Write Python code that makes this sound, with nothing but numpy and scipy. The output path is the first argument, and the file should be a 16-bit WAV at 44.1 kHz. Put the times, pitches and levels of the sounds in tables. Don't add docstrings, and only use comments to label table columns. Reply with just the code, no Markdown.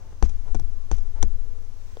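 import sys
import numpy as np
from scipy import signal
from scipy.fft import rfft, irfft
from scipy.io import wavfile

SR = 44100
rng = np.random.default_rng(int(sys.argv[2]) if len(sys.argv) > 2 else 0)


def unload_wav(signal):
    wavfile.write(
        sys.argv[1],
        SR,
        np.round(np.clip(np.atleast_2d(signal).T, -1, 1) * 32767).astype(np.int16),
    )


N = 88200


def undb(db):
    return 10 ** (np.asarray(db) / 20)


def unit(x):
    return x / np.std(x)


def since(start_s):
    return np.maximum(np.arange(N) / SR - start_s, 0)


def swell(centre_s, half_s):
    return np.exp(-((np.arange(N) / SR - centre_s) / half_s) ** 2)


def click(start_s):
    return np.diff(1. * (since(start_s) > 0), prepend=0)


def pan(right_db):
    return np.array([[1.], [undb(right_db)]])


def colour(x, points, size=8192):
    hz, db = np.array(points, float).T
    bins_hz = np.maximum(np.arange(size // 2 + 1) * SR / size, 1)
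    gain = undb(np.interp(np.log(bins_hz), np.log(hz), db))
    cepstrum = irfft(np.log(gain))
    cepstrum[1:size // 2] *= 2
    cepstrum[size // 2 + 1:] = 0
    return signal.fftconvolve(x, irfft(np.exp(rfft(cepstrum))))[:N]


def fibre_noise(spectrum, catches_per_s=8000, roughness=0.15):
    hits = rng.random(N) < catches_per_s / SR
    catches = hits * rng.standard_normal(N) * np.exp(roughness * rng.standard_normal(N))
    return unit(colour(catches, spectrum))


def ring(modes, start_s, release_s, tilt_db_per_oct=0):
    length_s, right_lag_s, low_lag_rad, low_corner_hz = 0.3, 0.00022, 0.8, 200
    first = int(start_s * SR)
    span = np.arange(first, min(first + int(length_s * SR), N))
    t = np.maximum(span / SR - start_s - np.array([[0], [right_lag_s]]), 0)
    out = np.zeros((2, N))
    for hz, db, t60_s, right_db in modes:
        gain = pan(right_db) * undb(db + tilt_db_per_oct * np.log2(hz / 1000))
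        lag_rad = np.array([[0], [low_lag_rad]]) / (1 + (hz / low_corner_hz) ** 4)
        out[:, span] += gain * np.cos(2 * np.pi * hz * t - lag_rad) * undb(-60 * t / t60_s)
    out[:, span] *= 1 - np.exp(-t / release_s)
    return out


# f/Hz, level/dB
AIR_LEFT = [(20, 22.5), (60, 5.5), (120, 1), (250, -4), (480, -7.5), (700, -7.5), (1000, -7), (2000, -15),
            (4500, -19), (6300, -12), (7500, -23.5), (10500, -29), (15500, -30.5)]
AIR_RIGHT = [(20, 21.5), (60, 26), (120, 5.5), (250, -5), (480, -3), (700, -14), (1000, -10.5),
             (2000, -16.5), (4500, -18.5), (6300, -20.5), (8700, -23.5), (10500, -29), (15500, -29)]
# t/s, half-length/s, f/Hz, level/dB
FAR_TONES = [(0.842, 0.11, 1085, -65.5), (1.51, 0.13, 472, -60)]


def room(air_db=-43, shared_power=0.45, shared_below_hz=800, hum_hz=100, hum_db=-54):
    t = since(0)
    lowpass = signal.butter(2, shared_below_hz, fs=SR, output="sos")
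    shared = np.sqrt(shared_power) * signal.sosfilt(lowpass, rng.standard_normal(N))
    air = np.array([colour(shared + np.sqrt(1 - shared_power) * rng.standard_normal(N), side)
                    for side in (AIR_LEFT, AIR_RIGHT)])
    hum = undb(hum_db) * np.sin(2 * np.pi * hum_hz * t)
    tones = sum(undb(db) * swell(centre_s, half_s) * np.sin(2 * np.pi * hz * t)
                for centre_s, half_s, hz, db in FAR_TONES)
    return undb(air_db) * unit(air) + hum + tones


# f/Hz, level/dB
THREAD_SPECTRUM = [(300, -40), (1000, 14), (3000, 6.5), (6000, 9.5), (8500, 3.5), (10500, -7.5),
                   (15500, -1)]


def thread_draw(centre_s=2, half_s=0.3, level_db=-62.5):
    hiss = np.array([fibre_noise(THREAD_SPECTRUM) for _ in range(2)])
    return undb(level_db) * swell(centre_s, half_s) * hiss


# t/s, half-length/s, level/dB
RUB_STROKES = [(0.028, 0.14, -54.5), (0.128, 0.0057, -50), (0.48, 0.03, -48), (1.055, 0.023, -56),
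               (1.178, 0.021, -44.5)]
# f/Hz, level/dB
RUB_SPECTRUM = [(100, 9.5), (400, 4.5), (900, 4), (1400, -6.5), (3000, -17.5), (6300, -21.5), (9000, -29.5),
                (15500, -50)]


def rubbing():
    envelope = sum(undb(db) * swell(centre_s, half_s) for centre_s, half_s, db in RUB_STROKES)
    return pan(right_db=-9.5) * envelope * fibre_noise(RUB_SPECTRUM)


# f/Hz, level/dB, t60/s, right-left/dB
FRAME_MODES = [(464, -2, .035, 1), (525, -1.5, 0.012, 0.5), (1100, -20, .008, -1), (3300, -5.5, .007, -4)]


def frame_knock(level_db=-32.5):
    return undb(level_db) * ring(FRAME_MODES, start_s=1.9705, release_s=0.0001)


# t/s, half-length/s, level/dB
CLOTH_PRESSES = [(0.521, 0.014, -7.5), (0.622, 0.003, -20), (1.217, 0.013, -6.5)]


def frame_motion(sway_hz=12, crest_s=0.19, sway_db=-13, rumble_db=-25.5):
    def shaken(decay_s, rise_s=0.0041):
        ages = [since(start_s) for start_s, *_ in STITCHES]
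        return sum((1 - np.exp(-t / rise_s)) * np.exp(-t / decay_s) for t in ages)

    # f/Hz, level/dB
    spectrum = [(5, -14), (14, -37), (20, 3.5), (45, -1.5), (65, -11.5), (90, -20), (130, -31.5),
                (300, -38.5), (1000, -94)]
    noise = unit(colour(rng.standard_normal(N), spectrum))
    rumble = undb(rumble_db) * noise * (0.11 + shaken(decay_s=0.17))
    swing = np.cos(2 * np.pi * sway_hz * (since(0) - crest_s))
    sway = undb(sway_db) * swing * (0.12 + shaken(decay_s=0.24))
    bulge = sum(undb(db) * swell(centre_s, half_s) for centre_s, half_s, db in CLOTH_PRESSES)
    return pan(right_db=-27) * (sway + rumble - bulge)


# f/Hz, level/dB
RASP_SPECTRUM = [(200, 10.5), (900, 5), (2000, 3.5), (3200, -1.5), (4500, -2), (6400, 5), (7500, -6.5),
                 (9000, -11.5), (10300, -44), (15500, -39)]


def shaft_rasp(stop_s=0.0036, trail_db=-57, trail_fade_db_per_s=60):
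    envelope = 0
    for start_s, direction, *_, rasp_db, length_s, fade_db_per_s in STITCHES:
        t = since(start_s)
        shaft = undb(rasp_db - fade_db_per_s * t) * np.exp(-since(start_s + length_s) / stop_s)
        trail = (direction > 0) * undb(trail_db - trail_fade_db_per_s * t)
        envelope += (t > 0) * (shaft + trail)
    return pan(right_db=-14) * envelope * fibre_noise(RASP_SPECTRUM)


# f/Hz, level/dB
TIP_SPECTRUM = [(200, -39), (6000, -30), (9000, 12.5), (11000, -10), (13000, -2), (15000, -2), (16300, -2)]


def tip_click(start_s):
    return colour(click(start_s), TIP_SPECTRUM)


# f/Hz, level/dB
SNAP_SPECTRUM_LEFT = [(200, -16), (800, 2.5), (1800, -16.5), (2400, -0.5), (2800, -11), (3500, -2.5),
                      (5000, -7.5), (6200, 6.5), (7200, -6.5), (8400, -19), (10000, -49), (15500, -29.5)]
SNAP_SPECTRUM_RIGHT = [(200, 5.5), (800, -4.5), (1800, -17), (3500, -25), (5000, -24.5), (6200, -11),
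                       (7500, -9.5), (8800, -8), (10200, -38), (15500, -44.5)]


def thread_snap(start_s, decay_s, break_gain=2.27):
    t = since(start_s)
    fibres = (t > 0) * np.exp(-t / decay_s) * np.sign(rng.standard_normal(N))
    crack = break_gain * click(start_s) + fibres
    return np.array([colour(crack, SNAP_SPECTRUM_LEFT), colour(crack, SNAP_SPECTRUM_RIGHT)])


# t/s, ring/dB, snap/dB, snap decay/s, tip/dB
NEEDLE_SLIPS = [(0.2923, -48, -39.5, 0.005, -68), (0.2946, -24, -38, 0.0059, -51),
                (0.5513, -17.5, -27.5, 0.0012, -58), (0.5969, -15.5, -29, 0.0019, -37.5),
                (0.9669, -43, -38, .002, -68), (0.9831, -21.5, -37, 0.0024, -53),
                (1.2331, -23, -25.5, 0.0016, -55)]


def slips():
    out = np.zeros((2, N))
    for start_s, ring_db, snap_db, decay_s, tip_db in NEEDLE_SLIPS:
        out += undb(ring_db) * ring(CLOTH_MODES, start_s, release_s=0.00017, tilt_db_per_oct=1)
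        out += undb(snap_db) * thread_snap(start_s, decay_s)
        out += undb(tip_db) * tip_click(start_s)
    return out


# f/Hz, level/dB, t60/s, right-left/dB
CLOTH_MODES = [(157.2, -19, 0.07, -3.5), (210.5, -28, 0.11, -3.5), (292, -25.5, 0.061, -3),
               (326, -22, 0.055, -25), (371.5, -44.5, 0.15, 1), (432.7, -24.5, 0.061, -31),
               (536, -31, 0.06, -28), (753, -18.5, 0.026, -9.5), (874, -27.5, 0.014, -11),
               (1033, -47.5, 0.075, -1.5), (1450, -40, 0.055, -5), (2305, -37.5, 0.026, -14)]
# f/Hz, level/dB, t60/s, right-left/dB
THUMP_MODES = [(32.4, -18, 0.26, -41), (46.9, -8, .14, -52), (78.8, -29.5, 0.4, -34)]
# t/s, direction (signed gain, + down), ring/dB, thump/dB, release/s, snap/dB,
# snap decay/s, tip/dB, rasp/dB, rasp length/s, rasp fade/(dB/s)
STITCHES = [(0.2258, 0.92, 3, 10, 0.00025, -21, 0.0024, -34, -45, 0.04, 121),
            (0.5463, -1.71, -6, -4, 0.0012, -29.5, 0.0015, -58, -48, 0.028, 398),
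            (0.9149, 1, -5, 3.5, 0.00013, -22.5, 0.0027, -41, -48.5, 0.04, 151),
            (1.2277, -1.07, -1.5, 2, 0.00044, -8.5, 0.0011, -21.5, -44.5, 0.023, 497)]


def punctures():
    out = np.zeros((2, N))
    for start_s, direction, ring_db, thump_db, release_s, snap_db, decay_s, tip_db, *_ in STITCHES:
        cloth = undb(ring_db) * ring(CLOTH_MODES, start_s, release_s)
        thump = undb(thump_db) * ring(THUMP_MODES, start_s, release_s=0.0057)
        snap = undb(snap_db) * thread_snap(start_s, decay_s)
        out += direction * (cloth + thump + snap) + undb(tip_db) * tip_click(start_s)
    return out


def scene():
    needle = punctures() + slips()
    friction = thread_draw() + shaft_rasp() + rubbing()
    return needle + friction + frame_motion() + frame_knock() + room()


def record(dry):
    top_hz = 16300
    return signal.sosfilt(signal.ellip(8, 0.2, 70, top_hz, fs=SR, output="sos"), dry)


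dry = scene()
out = record(dry)
unload_wav(out)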